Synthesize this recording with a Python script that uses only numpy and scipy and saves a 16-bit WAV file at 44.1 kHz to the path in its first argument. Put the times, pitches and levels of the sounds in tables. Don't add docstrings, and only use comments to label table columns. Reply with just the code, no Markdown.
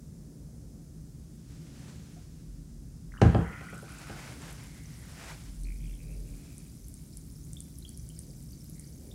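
import sys
import numpy as np
from scipy import signal
from scipy.fft import rfft, irfft
from scipy.io import wavfile

SR = 44100
rng = np.random.default_rng(int(sys.argv[2]) if len(sys.argv) > 2 else 0)


def wav_record(signal):
    frames = np.transpose(np.atleast_2d(signal))
    bounded = np.clip(frames, -1, 1)
    quanta = np.round(bounded * 32767).astype(np.int16)
    wavfile.write(sys.argv[1], SR, quanta)


N = 403074
TIME = np.arange(N) / SR
BINS = np.fft.rfftfreq(N, 1 / SR)


def amp(db):
    return 10 ** (np.asarray(db) / 20)


def unit_rms(x):
    return x / np.sqrt(np.mean(x ** 2) + 1e-20)


def curve_at(points, hz):
    point_hz, value = np.transpose(points)
    return np.interp(np.log(hz + 1), np.log(point_hz + 1), value)


def colour(x, spectrum):
    gain = amp(curve_at(spectrum, np.fft.rfftfreq(len(x), 1 / SR)))
    return unit_rms(irfft(rfft(x) * gain, len(x)))


def noise_band(hz, width):
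    return unit_rms(irfft(rfft(rng.standard_normal(N)) / (1 + ((BINS - hz) / width) ** 2) ** 2, N))


def clicks(per_s, spread_db):
    at, chance, sign = rng.random((int(per_s * N / SR), 3)).T
    size = amp(spread_db * np.minimum(-np.log(1 - chance), 4.5))
    return np.bincount((at * N).astype(int), size * np.sign(sign - .5), N)


def ramp(start, length):
    return np.clip((TIME - start) / length, 0, 1)


def swell(s, db, rise_s, fall_s):
    return amp(db) * np.exp(-np.maximum((s - TIME) / rise_s, (TIME - s) / fall_s) ** 1.1)


def add(mix, s, sound):
    part = mix[max(round(s * SR), 0):][:len(sound)]
    part += sound[:len(part)]


def room_tone(floor_db=-47.5, murk_db=-70, fade_s=.07):
    # frequency in Hz, relative level in dB.
    floor_spectrum = [(22, -30), (32, -17), (44, 1.5), (62, -0.5), (76, 1), (90, -12), (150, 0.5),
                      (195, -10.5), (280, -13), (350, -17.5), (450, -30.5), (680, -35.5), (900, -41.5),
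                      (1500, -45), (3000, -71)]
    # frequency in Hz, width in Hz, level in dB.
    room_modes = [(46, 7.1, -66), (117.2, 16, -56), (160.7, 14, -56), (216, 37, -60), (278, 10.3, -63.5)]
    # start and end in seconds, level in dB.
    rumble_spells = [(2.4, 3.201, -48), (5.44, 6.38, -40.8)]
    # top in seconds, level in dB, rise and fall time in seconds.
    murk_swells = [(.5, -60.5, .55), (1.85, -61, .35), (4.35, -56.5, .25), (6.2, -58, .27),
                   (8.3, -60.5, .1), (9.14, -56, .22)]
    floor = amp(floor_db) * colour(rng.standard_normal(N), floor_spectrum)
    modes = sum(amp(db) * noise_band(hz, width) for hz, width, db in room_modes)
    rumble = sum(amp(db) * (ramp(start, fade_s) - ramp(end, fade_s)) for start, end, db in rumble_spells)
    murk = np.sqrt(amp(murk_db) ** 2 + sum(swell(s, db, half, half) ** 2 for s, db, half in murk_swells))
    return floor + modes + rumble * noise_band(hz=44.3, width=6.4) + murk * noise_band(hz=350, width=350)


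def microphone_hiss(level_db=-65.6):
    # frequency in Hz, relative level in dB.
    hiss_spectrum = [(500, -8.5), (1500, -5), (3000, -10), (4400, -5.5), (5000, -1), (6500, 0),
                     (10000, -2.5), (11300, -4.5), (11900, -8.5), (16000, -10)]
    return amp(level_db) * colour(rng.standard_normal(N), hiss_spectrum)


def sleeve(catch_db=-4, waver_db=1.76, airy_db=-26.6, airy_growth=0.54):
    # frequency in Hz, relative level in dB.
    cloth_spectrum = [(150, -6), (400, 1), (700, 3.5), (1150, 2), (1550, 4), (1900, 2), (2300, 2),
                      (3400, -7), (5500, -22), (9000, -23), (12000, -20), (16000, -25)]
    # time of top speed in seconds, level in dB, rise and fall in seconds.
    strokes = [(1.52, -69, .027, .16), (1.84, -61.3, .19, .27), (4.18, -51.3, .27, .38),
               (4.5, -53.5, .11, .1), (5.288, -48, .16, .098), (6.45, -72, .2, .22)]
    rub = rng.standard_normal(N) + amp(catch_db) * unit_rms(clicks(per_s=1400, spread_db=4.0))
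    speed = np.linalg.norm([swell(*stroke) for stroke in strokes], axis=0)
    speed *= amp(waver_db * noise_band(hz=0, width=26))
    airy = amp(airy_db) * speed ** airy_growth * noise_band(hz=5300, width=6300)
    return colour(rub, cloth_spectrum) * speed + airy


def bubble(hz, rise_octaves, life_s):
    age = np.arange(int(3 * life_s * SR)) / SR / life_s
    pitch = hz * 2 ** (rise_octaves * np.tanh(1.22 * age))
    envelope = (1 - np.exp(-(age / 0.085) ** 2)) * np.exp(-2.5 * age)
    return envelope / envelope.max() * np.sin(2 * np.pi * np.cumsum(pitch) / SR)


def single_bubbles(pips_from_s=8.15, pips_per_s=15, pip_db=-53, pip_hz=5500):
    # start in seconds, level in dB, starting pitch in Hz.
    larger_bubbles = [(2.165, -54, 668), (3.177, -50, 2800), (3.462, -40, 1360), (3.529, -49, 2390),
                      (3.685, -43, 1870), (4.857, -47, 5770), (4.939, -49, 5600), (5.645, -51, 4100),
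                      (6.843, -49.5, 6050), (6.976, -52, 6300), (7.136, -51, 5130), (7.357, -53, 5200),
                      (7.440, -48, 6500), (7.568, -42.5, 3330), (7.824, -50, 3850), (7.85, -42, 3090),
                      (7.881, -50, 4300), (7.945, -49, 5400), (7.996, -47, 5750), (8.101, -52.5, 2910),
                      (8.607, -51, 5250), (9.113, -48, 3440)]
    pips = [(pips_from_s + (k + .5 * late) / pips_per_s, pip_db + 2.4 * loud, pip_hz * np.exp(.124 * high))
            for k, (late, loud, high) in enumerate(rng.standard_normal((60, 3)))]
    out = np.zeros(N)
    for s, db, hz in larger_bubbles + pips:
        size = 4030 / hz
        add(out, s, amp(db) * bubble(hz, rise_octaves=.2 * min(size, 1) ** 1.2, life_s=.008 * size ** .7))
    return out


def squelches():
    # start in seconds, level in dB, starting pitch in Hz.
    blips = [(3.120, -47, 1700), (3.139, -42, 1300), (3.151, -46, 1250), (3.162, -46.5, 1150),
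             (3.170, -42, 1400), (3.186, -45, 1000), (3.202, -42.5, 1200)]
    out = np.zeros(N)
    for s, db, hz in blips:
        add(out, s, amp(db) * bubble(hz, rise_octaves=.6, life_s=.006))
    return out


def gas_flow(start_s=3.15, attack_s=.2, soaked_db=-60.5, dry_cut_db=7.5, soak_s=2.9):
    dryness = np.exp(-np.maximum(TIME - start_s, 0) / soak_s)
    return ramp(start_s, attack_s) * amp(soaked_db - dry_cut_db * dryness)


def fizz(life_cycles=8):
    # frequency in Hz, relative gain in dB.
    fizz_colour = [(1500, -7), (3000, -15.5), (4200, -7.5), (5500, -2.5), (7000, -3.5), (9500, 0.5),
                   (11000, -2.5), (13000, -7), (16000, -8)]
    swarm = np.zeros(N)
    for hz in np.linspace(2200, 15500, 18):
        births = clicks(per_s=280, spread_db=3.8)
        swarm += np.convolve(births, bubble(hz, 0.1, life_cycles / hz))[:N] * np.sqrt(hz)
    return colour(swarm, fizz_colour) * gas_flow()


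def knocks(crack_db=-1, crack_s=0.0024, slap_db=-17, slap_s=0.083, push_db=2, push_s=0.00083):
    # start in seconds, gain in dB, upper corner in Hz (hardness), lower corner in Hz.
    blows = [(3.2150, -30, 4470, 300), (3.217, -13.5, 3250, 42.1), (3.253, -11.5, 203, 45),
             (3.3470, -18.5, 1700, 85), (3.383, -21.5, 350, 140), (3.412, -31.5, 1500, 300),
             (3.61, -40, 2520, 493), (3.728, -39.5, 890, 303), (3.826, -36.5, 714, 396),
             (4.097, -35.5, 2600, 400), (4.115, -41.5, 900, 300)]
    # frequency in Hz, relative level in dB, seconds to fall by 60 dB.
    basin_modes = [(62.7, -7.5, 0.62), (82.3, -3.5, 0.21), (118.5, 3, 0.17), (166.8, -4, 0.36),
                   (204.1, -10.5, 0.45), (233.8, -10, 0.45), (270, -22.5, 0.46), (334.4, -7.5, .21),
                   (423, -10.5, 0.13), (465, -19, 0.39), (483, -14, 0.045), (575, -4, 0.05),
                   (634, -12.5, 0.079), (721, -13, 0.21), (793, -11.5, 0.11), (924, -32, 0.19),
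                   (960, -28, 0.6), (1048, -25.5, 0.13), (1300, -22, 0.044), (1613, -19, 0.061)]
    # frequency in Hz, relative level in dB.
    crack_spectrum = [(300, -3), (800, 0.5), (1100, -6), (1550, -4), (2300, -5.5), (2850, -0.5),
                      (3600, -10), (6000, -11), (9000, -10), (15000, -29)]
    # frequency in Hz, relative level in dB.
    slap_spectrum = [(40, -24), (120, -4), (300, 1), (750, 1.5), (1100, -4.5), (1550, 0), (2300, -12.5),
                     (4000, -18.5), (8000, -9.5), (15000, -12.5)]
    t, out = np.arange(SR) / SR, np.zeros(N)
    ring = sum(amp(db - 60 * t / t60) * np.sin(2 * np.pi * hz * t) * (-1) ** k
               for k, (hz, db, t60) in enumerate(basin_modes))
    push_age = t / push_s
    push = amp(push_db) * push_age * (2 - push_age) * np.exp(1 - push_age)
    for s, db, hard_hz, low_hz in blows:
        crack = colour(rng.standard_normal(SR), crack_spectrum) * amp(crack_db) * np.exp(-t / crack_s)
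        slap = colour(rng.standard_normal(SR), slap_spectrum) * amp(slap_db) * np.exp(-t / slap_s)
        blow = signal.lfilter(*signal.butter(2, hard_hz, fs=SR), ring + push + crack + slap)
        add(out, s, amp(db) * signal.lfilter(*signal.butter(1, low_hz, "high", fs=SR), blow))
    return out


def bubble_chains(life_cycles=12, rise_octaves=.22, scatter=0.044, uneven_db=2.4, jitter=0.11):
    # start and end in seconds, relative level in dB, pitch in Hz, bubbles a second.
    chains = [(3.365, 3.80, -41.5, 1333, 125), (3.399, 3.756, -52, 2800, 110),
              (3.44, 3.623, -39.5, 1864, 138), (3.541, 3.756, -45.5, 2250, 107),
              (3.83, 4.176, -44, 1370, 100), (3.86, 4.08, -49, 2240, 106), (4.595, 4.855, -50.5, 2000, 110),
              (4.905, 5.07, -52, 1950, 95), (5.651, 5.73, -43, 2280, 64), (5.76, 5.937, -50.5, 2290, 58),
              (5.806, 5.972, -53, 3030, 70), (5.99, 6.18, -51, 2310, 88), (6.255, 6.667, -56, 2280, 82),
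              (8.754, 8.867, -56, 1940, 76)]
    out = np.zeros(N)
    for start, end, db, hz, per_s in chains:
        late, high, loud = rng.standard_normal((3, 100))
        times = start + (np.cumsum(1 + jitter * late) - 1) / per_s
        for s, pitch, level in zip(times[times < end], hz * np.exp(scatter * high), db + uneven_db * loud):
            arch = .5 + 0.093 * np.sin(np.pi * (s - start) / (end - start))
            add(out, s, arch * amp(level) * bubble(pitch, rise_octaves, life_cycles / hz))
    return out


def crust_sparkle(start_s=3.62, attack_s=.14, burst_db=-62, wear_s=1.3, trickle_db=-76, centre_hz=8900):
    sparkle = np.zeros(N)
    for place, high, loud in rng.random((1000, 3)):
        hz = centre_hz * np.exp(0.22 * (2 * high - 1))
        db = 3.4 * min(-np.log(1 - loud), 4)
        add(sparkle, place * N / SR, amp(db) * bubble(hz, rise_octaves=0.09, life_s=12 / hz))
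    crust_left = np.exp(-np.maximum(TIME - start_s, 0) / wear_s)
    return unit_rms(sparkle) * ramp(start_s, attack_s) * (amp(burst_db) * crust_left + amp(trickle_db))


def pops(ring_s=0.00024, pitch_fall=0.15, snap_db=-11, echo_s=0.0017, echo_db=-7):
    # start in seconds, peak level in dB, pitch in Hz.
    bursts = [(5.635, -36.5, 9400), (6.5813, -32, 10100), (6.884, -36, 11400), (6.941, -33.5, 9800),
              (7.1716, -27.5, 10500), (7.5328, -29.5, 9200), (7.6046, -26.5, 9200), (7.7865, -32.5, 11040),
              (7.8921, -30.5, 10100), (7.9748, -30.5, 10400), (8.0903, -32, 10300), (8.191, -27.5, 9500),
              (8.521, -40, 12500), (8.643, -40, 12500), (8.698, -35.5, 11400), (8.7964, -30.5, 9940)]
    t, out = np.arange(300) / SR, np.zeros(N)
    decay = np.exp(-t / ring_s)
    for s, db, hz in bursts:
        pitch = hz * (1 + pitch_fall * (decay - .5))
        cavity = np.sin(2 * np.pi * np.cumsum(pitch) / SR)
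        snap = amp(snap_db) * rng.standard_normal(len(t))
        pop = signal.lfilter(*signal.butter(2, [.55 * hz, .99 * hz], "band", fs=SR), decay * (cavity + snap))
        pop *= amp(db) / abs(pop).max()
        add(out, s, pop)
        add(out, s + echo_s, amp(echo_db) * pop)
    return out


def room(x, wet_db, bass_db, delay_s=0.0046):
    # frequency in Hz, seconds to fall by 60 dB.
    decay_times = [(80, 0.73), (300, 0.4), (1000, 0.39), (3000, 0.55), (8000, 0.18), (15000, 0.12)]
    taps = rng.standard_normal(SR) * (rng.random(SR) < .12) * (np.arange(SR) > delay_s * SR)
    hz, t, bands = signal.stft(taps, SR, nperseg=256)
    decay_db = -60 * t / curve_at(decay_times, hz)[:, None]
    tilt_db = curve_at([(200, bass_db), (1000, 0)], hz)[:, None]
    tail = signal.istft(bands * amp(decay_db + tilt_db), SR, nperseg=256)[1]
    return x + amp(wet_db) * signal.fftconvolve(x, tail / np.linalg.norm(tail))[:N]


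def scene(side_hiss_db=-76, side_fizz_db=-17):
    # frequency in Hz, relative level in dB.
    side_spectrum = [(100, -52), (550, 1), (1000, -16), (3000, -23.5), (5000, -7), (9000, 0), (11500, -2.5),
                     (13000, -1.5), (16000, -7.5)]
    thud = room(knocks(), wet_db=-9, bass_db=-9)
    gurgle = room(single_bubbles() + squelches() + bubble_chains(), wet_db=-10, bass_db=0)
    crackle = room(fizz() + crust_sparkle() + pops(), wet_db=-9, bass_db=-2)
    mid = room_tone() + microphone_hiss() + sleeve() + thud + gurgle + crackle
    side_gain = amp(side_hiss_db) + amp(side_fizz_db) * gas_flow()
    side = side_gain * colour(rng.standard_normal(N), side_spectrum)
    return np.array([mid + side, mid - side])


def record(dry, low_cut_hz=36, high_cut_hz=15850):
    thinned = signal.sosfilt(signal.butter(8, low_cut_hz, "high", fs=SR, output="sos"), dry)
    high_cut = signal.firwin(511, high_cut_hz, window=("kaiser", 9), fs=SR)
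    return signal.oaconvolve(thinned, high_cut[None], "same")


dry = scene()
out = record(dry)
wav_record(out)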